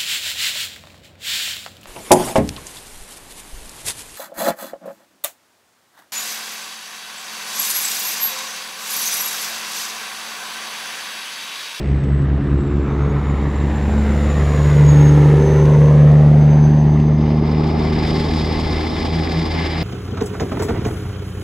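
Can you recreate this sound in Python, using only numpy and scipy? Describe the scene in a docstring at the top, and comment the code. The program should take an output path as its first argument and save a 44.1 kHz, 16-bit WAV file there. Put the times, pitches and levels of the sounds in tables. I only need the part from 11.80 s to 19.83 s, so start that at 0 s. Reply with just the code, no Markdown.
"""Diesel convoy at the roadside

Heavy six-cylinder trucks pull hard past the microphone. The lead truck draws away, its exhaust drone
beating against that of the next, which booms past with a whistling turbo. Uneven firings make its stacks
growl, and its echo off the road sweeps through the rasp. Then a third truck's tyres and air rush in."""
import sys
import numpy as np
from scipy import signal
from scipy.fft import rfft, irfft, next_fast_len
from scipy.io import wavfile
from scipy.ndimage import uniform_filter1d

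SR = 44100
rng = np.random.default_rng(int(sys.argv[2]) if len(sys.argv) > 2 else 0)


def generate_wav(signal):
    """Clip the signal to [-1, 1] and save it as 16-bit WAV at the path in sys.argv[1]."""
    frames = np.transpose(np.atleast_2d(signal))
    scaled = np.clip(frames, -1, 1) * 32767
    pcm = np.round(scaled).astype(np.int16)
    wavfile.write(sys.argv[1], SR, pcm)


N = 354123
T = np.arange(N) / SR

# The passing truck gathers speed. Each row: time in seconds, firing rate in Hz.
FIRING_RATE = [(0, 65.2), (.3, 64.6), (.6, 65.5), (1.2, 68.2), (2.4, 72.2), (3.1, 73.15), (4.4, 74),
               (5.5, 75.3), (6, 76.9), (8.03, 80.8)]
# Its cylinders in firing order. Each row: relative strength in dB, lag in milliseconds.
CYLINDERS = [(3, -0.047), (-1.5, -0.23), (-3, 0.24), (1, 0.0087), (1, -0.16), (-2.5, .2)]
# Its boom, the second exhaust harmonic. Each row: time in seconds, level in dB.
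BOOM = [(0, -35), (.4, -28), (1.4, -24), (2.25, -31), (3, -9.2), (3.4, -8), (3.7, -13), (4.15, -7.4),
        (4.5, -7.2), (5.25, -12.8), (5.8, -20), (6.5, -22.5), (7.2, -34), (8.03, -28)]
# Its other harmonics. Each row: harmonic, crest in seconds, level before the echo in dB, width in
# seconds, rise and fade in dB per doubling of distance, share of road echo.
HARMONIC_SWELLS = [(1, 2.66, -21, 0.64, 3.6, 2.95, 0.79), (3, 4.81, -21, 1.65, 10.2, 17.7, 0.45),
                   (4, 3.4, -30.5, 1.3, 12, 4.8, 0.88), (5, 6.1, -34, 0.56, 14, 12, .5),
                   (7, 2.45, -34, 0.3, 6.1, 14, .3)]
# Two of them flare. Each row: harmonic, time in seconds, lift in dB, half length in seconds.
FLARES = [(3, 2.26, 9.5, 0.25), (4, 3.28, 9.5, 0.21)]
# Its stacks ring at close range. Each row: multiple of the crank rate, relative level in dB.
STACK_NOTES = [(13, -4), (14, -9), (15, -6), (16, 3), (17, -7), (18, -8), (19, -1), (20, -12), (21, -13),
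               (22, -7), (23, -15), (25, -13), (26, -17)]
# Air riding on its turbo. Each row: multiple of the pitch, crest in seconds, level in dB, width in seconds.
TURBO_BANDS = [(1.65, 3.45, -61.5, .8), (1.42, 2.4, -68.5, .4), (.76, 4.8, -57, .5), (.52, 1.9, -58, .6)]
# Turbo whistles. Each row: time in seconds, pitch in Hz, level in dB.
PASSING_TURBO = [(1.05, 6100, -71), (1.21, 6420, -62), (1.44, 7040, -64), (1.71, 7260, -61),
                 (2.24, 7260, -54.5), (2.99, 6786, -46), (3.24, 6530, -42), (3.53, 6360, -59),
                 (3.71, 6208, -45), (4.45, 6140, -65), (4.81, 6208, -53), (5.6, 6230, -63)]
LEAD_TURBO = [(0.0, 8050, -64.5), (0.44, 7843, -65), (0.474, 7900, -81), (0.826, 7641, -62),
              (1.4, 7401, -75)]
# Exhaust harmonics, from the first up. Each row: crest in seconds, level in dB, width in seconds.
LEAD_DRONE = [(.4, -20, 0.42), (.3, -22, .95), (.6, -31, 0.78), (.85, -28.5, 0.49), (.9, -31.5, 0.35),
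              (1.15, -33.5, 0.28)]
THIRD_DRONE = [(6.8, -39, 1.1), (7.48, -27.5, 0.37), (7.35, -33, 0.55)]
# Grit and chain. Each row: start in seconds, relative level in dB.
TICKS = [(.237, -37), (.419, -45), (3.853, -30), (5.199, -37), (6.799, -26.5)]

# The tone colour of each layer. Each row: frequency in Hz, relative level in dB.
LOPE_EQ = [(15, -26), (45, -12.5), (100, 3.5), (170, 2.5), (260, -5), (330, -2.5), (500, -18)]
GROWL_EQ = [(90, -21), (190, -5.5), (300, -2.5), (350, -7), (400, -3.5), (470, -12.5), (800, -17)]
RASP_EQ = [(270, -18), (330, -3), (400, 3), (520, 4.5), (650, 0), (820, -1.5), (1050, -5), (1400, -23),
           (2500, -38)]
CLATTER_EQ = [(600, -5), (900, -3), (1200, -1), (1450, -5.5), (1750, -3.5), (2020, -4), (2400, -11),
              (2750, -13.5), (3300, -22), (3750, -17.5), (4300, -29.5)]
INTAKE_EQ = [(2400, -3.5), (3000, 0), (3800, -1.5), (4500, -4.5), (7000, -6.5), (10500, -17.5),
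             (13000, -22.5), (15500, -25)]
LEAD_CLATTER_EQ = [(900, 1), (1500, -13), (2100, 0), (2500, -1), (2950, -6), (3600, -10.5), (7000, -23)]
BARK_EQ = [(500, 1), (750, -8), (1050, -3), (1300, 0.5), (1550, -10.5)]
TYRE_EQ = [(300, 6), (400, 5), (480, 0), (580, -6), (720, -1), (850, 4.5), (970, -6.5), (1080, -1.5),
           (1300, -9), (1500, -16.5), (2500, -32.5)]
RATTLE_EQ = [(1400, -10), (1600, -8), (1715, -2), (1880, -7.5), (2080, 3), (2200, -4.5), (2320, -3),
             (2550, -8.5), (3100, -9.5), (3800, -22)]
AIR_EQ = [(2500, -26), (3000, -9.5), (3500, -0.5), (4400, -5.5), (4950, 2), (5300, -1), (5750, -20),
          (6250, -15), (6720, -23), (7100, -16), (7700, -25), (8500, -23), (10000, -30), (15000, -33)]
WIND_EQ = [(12, -12), (28, -2), (50, 0), (90, -6), (250, -24)]


def passing_truck():
    """The main truck: exhaust, clatter and intake pulse with the firings under a whistling turbo."""
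    hz, = curves(FIRING_RATE)
    cycles = np.cumsum(hz) / SR + .5  # it starts out firing between the lead truck's beats
    puff = np.exp(-(cycles % 1) / .69)  # gas and knock follow each firing
    leaving_db = -12 * np.maximum(T - 5.2, 0)
    clatter = block_clatter(puff, leaving_db)
    whistle = turbo(PASSING_TURBO, flutter_db=4, breath_db=-6, octave_db=-20.5)
    boom = drone(cycles, stack_levels(hz), waver_db=.8)
    return boom + exhaust(cycles) + clatter + intake(puff, leaving_db) + whistle


def drone(cycles, levels_db, waver_db):
    """The low harmonics of the firing rate that the exhaust stacks let through."""
    return sum(np.sqrt(2) * undb(db + waver_db * wobble(17)) * np.sin(2 * np.pi * k * cycles)
               for k, db in enumerate(levels_db, 1))


def stack_levels(hz):
    """The passing drone's harmonics in dB: the boom, and others that the road echo lifts and dips."""
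    levels = {k: swell(*row) + road_comb(k * hz, share) for k, *row, share in HARMONIC_SWELLS}
    levels[2], = curves(BOOM)
    for k, at_s, lift_db, half_s in FLARES:
        levels[k] += lift_db * np.exp(-((T - at_s) / half_s) ** 2)
    return [levels.get(k, -np.inf) for k in range(1, max(levels) + 1)]


def exhaust(cycles):
    """Uneven firings make the stacks lope and growl; their notes and rasping gas bounce off the road."""
    lope_db = swell(3.5, db=-23, width_s=.6, rise_db=2, fade_db=3)
    rasp_db = swell(4, db=-27.5, width_s=1.05, rise_db=7, fade_db=12.5)
    notes_db = swell(3.82, db=-25, width_s=.9, rise_db=16, fade_db=33)
    # the growl is strongest once the stacks point back at the microphone
    growl_db = surge(5.5, 5.5, db=-23.5, floor_db=-31.5, up_db_per_s=5, down_db_per_s=3)
    pulses, uneven = firings(cycles, scatter_db=1.2, jitter_ms=.1)
    lope = undb(lope_db) * colour(uneven + .7 * white(), LOPE_EQ)
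    growl = undb(growl_db) * colour(uneven + 1.25 * white(), GROWL_EQ)
    gas = colour(.65 * pulses + white(), RASP_EQ)
    rasp = undb(rasp_db) * road_echo(gas, share=.55, dull_hz=2500)
    notes = undb(notes_db) * road_echo(stack_notes(cycles, waver_db=3.2), share=.6, dull_hz=2500)
    return lope + growl + rasp + notes


def firings(cycles, scatter_db, jitter_ms):
    """One pulse per firing, sized and timed by its cylinder; also the uneven part on its own."""
    at = np.flatnonzero(np.diff(np.floor(cycles)))
    chance = rng.standard_normal((len(at), 2))
    db, lag_ms = np.resize(CYLINDERS, (len(at), 2)).T
    strength = undb(db + scatter_db * chance[:, 0])
    late = np.round((lag_ms + jitter_ms * chance[:, 1]) * SR / 1000).astype(int)
    pulses, even = np.zeros((2, N))
    pulses[np.clip(at + late, 0, N - 1)] = strength
    even[at] = strength.mean()
    return unit(pulses), unit(pulses - even)


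def stack_notes(cycles, waver_db):
    """No two cylinders fire alike, so the stacks ring on multiples of the crank rate."""
    phases = rng.random(len(STACK_NOTES))
    crank = cycles / 3  # three firings a turn
    return unit(sum(undb(db + waver_db * wobble(9)) * np.sin(2 * np.pi * (k * crank + phase))
                    for (k, db), phase in zip(STACK_NOTES, phases)))


def block_clatter(puff, leaving_db):
    """The engine block knocks with each firing, and the road throws the knock back."""
    db = swell(3, db=-31.5, width_s=1, rise_db=6, fade_db=6.5) + leaving_db
    knock = colour((1 + puff) * undb(1.1 * wobble(60)) * white(), CLATTER_EQ)
    return undb(db) * road_echo(knock, share=.55, dull_hz=1900)


def intake(puff, leaving_db):
    """Air hisses into the engine; broad bands of it ride on the turbo's pitch."""
    turbo_hz, _ = curves(PASSING_TURBO)
    angle = 2 * np.pi * np.cumsum(turbo_hz) / SR
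    whoosh = sum(undb(swell(*row, rise_db=12.5, fade_db=12.5)) * unit(wobble(1100 * k) * np.sin(k * angle))
                 for k, *row in TURBO_BANDS)
    hiss_db = swell(3, db=-43, width_s=.93, rise_db=7, fade_db=5.5) + leaving_db
    hiss = colour((1.1 + puff) * white(), INTAKE_EQ)
    dull = signal.sosfilt(signal.butter(2, 5200, fs=SR, output="sos"), hiss)
    near = undb(.66 * (hiss_db - hiss_db.max()))  # the top end only carries from close by
    return undb(hiss_db) * (near * hiss + (1 - near) * dull) + whoosh


def turbo(path, flutter_db, breath_db, octave_db, fade_db_per_s=47):
    """A compressor whistle fluttering in the moving air, with a breathy edge and a faint blurred octave."""
    hz, db = curves(path)
    outside_s = np.abs(T - np.clip(T, path[0][0], path[-1][0]))  # it dies away at both ends
    angle = 2 * np.pi * np.cumsum(hz + 14 * wobble(130)) / SR
    tone = undb(flutter_db * wobble(70)) * np.sin(angle)
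    breath = undb(breath_db) * (wobble(460) * np.sin(angle) + wobble(500) * np.cos(angle))
    octave = undb(octave_db) * wobble(700) * np.sin(2 * angle)
    return np.sqrt(2) * undb(db - fade_db_per_s * outside_s) * (tone + breath + octave)


def road_lag(longest_ms=2.285):
    """Seconds by which the road echo trails the passing truck, longest when the stacks are nearest."""
    return longest_ms / 1000 / distance(nearest_s=3.445, width_s=.88)


def road_echo(x, share, dull_hz):
    """Add the duller bounce off the road; its moving lag sweeps a comb through the sound."""
    soft = signal.filtfilt(*signal.butter(1, dull_hz, fs=SR), x)
    return unit(x + share * np.interp(T - road_lag(), T, soft))


def road_comb(hz, share):
    """The dB by which the road echo lifts or dips a tone."""
    return 20 * np.log10(np.abs(1 + share * np.exp(2j * np.pi * hz * road_lag())))


def lead_truck(firing_hz=69, climb_hz_per_s=2.35):
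    """The truck drawing away: drone, block clatter, a last exhaust bark and a falling whistle."""
    cycles = np.cumsum(firing_hz + climb_hz_per_s * T) / SR
    slopes = dict(rise_db=12, fade_db=10)
    levels_db = [swell(*row, **slopes) for row in LEAD_DRONE]
    puff = .3 + np.exp(-(cycles % 1) / .3)
    clatter = undb(swell(0, db=-44, width_s=.2, **slopes)) * colour(puff * white(), LEAD_CLATTER_EQ)
    bark = undb(swell(1.28, db=-34.5, width_s=.22, **slopes)) * colour(puff * white(), BARK_EQ)
    fade_out = np.interp(T, [2.2, 2.8], [1, 0])
    engine = fade_out * (drone(cycles, levels_db, waver_db=2.5) + clatter + bark)
    return engine + turbo(LEAD_TURBO, flutter_db=2.5, breath_db=-10.5, octave_db=-36)


def third_truck(alongside_s=6.15, firing_hz=79.7, climb_hz_per_s=1.8):
    """Tyre roar, engine rattle and bright rushing air close in and hold, over a swelling drone."""
    cycles = np.cumsum(firing_hz + climb_hz_per_s * (T - alongside_s)) / SR
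    tyre_db = build(5.78, db=-27.6, db_per_s=32) + .43 * wobble(18) + 1.9 * wobble(90)
    tyres = undb(tyre_db) * colour(stereo_noise(side_db=-4.5), TYRE_EQ)
    shake_db = 1.3 * wobble(35) + 2.1 * wobble(160)
    knock = (1 + np.exp(-(cycles % 1) / .32)) * undb(shake_db) * stereo_noise(side_db=-9)
    load_db = np.interp(T, [7.68, 7.79], [0, 3.5])  # the rattle hardens as the load comes on
    pan_db = np.array([[1.4], [-1.4]])
    rattle = undb(build(alongside_s, db=-35, db_per_s=12) + load_db + pan_db) * colour(knock, RATTLE_EQ)
    air_db = build(6.29, db=-35, db_per_s=16) + .6 * shake_db + 1.6 * wobble(80)
    air = undb(air_db) * colour(stereo_noise(side_db=-14.5), AIR_EQ)
    levels_db = [swell(*row, rise_db=16, fade_db=16) for row in THIRD_DRONE]
    fade_in = undb(build(5.5, db=0, db_per_s=35))
    left, right = fade_in * (tyres + rattle + air + drone(cycles, levels_db, waver_db=5.5))
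    return np.array([np.roll(left, 1), right])  # it reaches the right side first


def ticks(decay_s):
    """Sharp ticks of grit and chain from the rolling rigs."""
    bursts = white() * sum(undb(db) * np.exp(-np.abs(T - s) / decay_s) * (T >= s) for s, db in TICKS)
    return .52 * bursts.std() * colour(bursts, [(2500, 14), (5000, 2), (7500, -1), (12000, -19.5)])


def roadside(hum_hz=45.1, hum_db=-34.5):
    """The bed: a low hum and a breeze, with one gust buffeting the microphone."""
    hum = np.sqrt(2) * undb(hum_db + .73 * wobble(5)) * np.sin(2 * np.pi * hum_hz * T)
    wind_db = surge(6.25, 6.9, db=-31, floor_db=-44, up_db_per_s=18, down_db_per_s=25)
    wind = undb(wind_db + 2.5 * wobble(16)) * colour(stereo_noise(side_db=-17), WIND_EQ)
    return hum + wind


def distance(nearest_s, width_s):
    """Distance of a passer-by as a multiple of its closest; width is that closest distance over speed."""
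    return np.hypot(1, (T - nearest_s) / width_s)


def swell(crest_s, db, width_s, rise_db, fade_db):
    """A pass-by envelope in dB; rise and fade are per doubling of distance."""
    return db - np.where(T < crest_s, rise_db, fade_db) * np.log2(distance(crest_s, width_s))


def build(full_s, db, db_per_s):
    """An envelope in dB that climbs steadily, then holds."""
    return db - db_per_s * np.maximum(full_s - T, 0)


def surge(from_s, until_s, db, floor_db, up_db_per_s, down_db_per_s):
    """An envelope in dB that climbs from a floor, holds and sinks back."""
    return np.maximum(floor_db, build(from_s, db, up_db_per_s) - down_db_per_s * np.maximum(T - until_s, 0))


def curves(table):
    """A per-sample curve for each column after the time."""
    times, *columns = np.transpose(table)
    return [np.interp(T, times, column) for column in columns]


def colour(x, eq):
    """Shape a sound with an EQ curve, falling 36 dB an octave beyond its ends; rms 1."""
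    hz, db = np.transpose(eq)
    size = next_fast_len(N)
    bins_hz = np.maximum(np.arange(size // 2 + 1) * SR / size, 1)
    octaves_out = np.maximum(np.log2(hz[0] / bins_hz), 0) + np.maximum(np.log2(bins_hz / hz[-1]), 0)
    gain = undb(np.interp(np.log(bins_hz), np.log(hz), db) - 36 * octaves_out)
    return unit(irfft(rfft(x, size) * gain, size)[..., :N])


def wobble(rate_hz):
    """Smooth random modulation with a spread near 1."""
    hold = int(SR / rate_hz)
    steps = np.repeat(rng.standard_normal(N // hold + 1), hold)
    return 1.18 * uniform_filter1d(uniform_filter1d(steps, hold), hold)[:N]


def stereo_noise(side_db):
    """Mid-side white noise; the side level sets the width."""
    mid, side = rng.standard_normal((2, N))
    return mid + undb(side_db) * side * np.array([[1], [-1]])


def white():
    """White noise, rms 1."""
    return rng.standard_normal(N)


def unit(x):
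    """Scale to rms 1."""
    return x / np.sqrt(np.mean(x ** 2))


def undb(db):
    """Decibels to gain."""
    return 10 ** (np.asarray(db) / 20)


def scene():
    """The convoy over the roadside bed, in stereo."""
    return lead_truck() + passing_truck() + third_truck() + ticks(decay_s=.0079) + roadside()


def record(dry):
    """Clip at full scale and cut the top above 15.7 kHz."""
    return signal.sosfilt(signal.ellip(10, .1, 80, 15700, fs=SR, output="sos"), np.clip(dry, -1, 1))


dry = scene()
out = record(dry)
generate_wav(out)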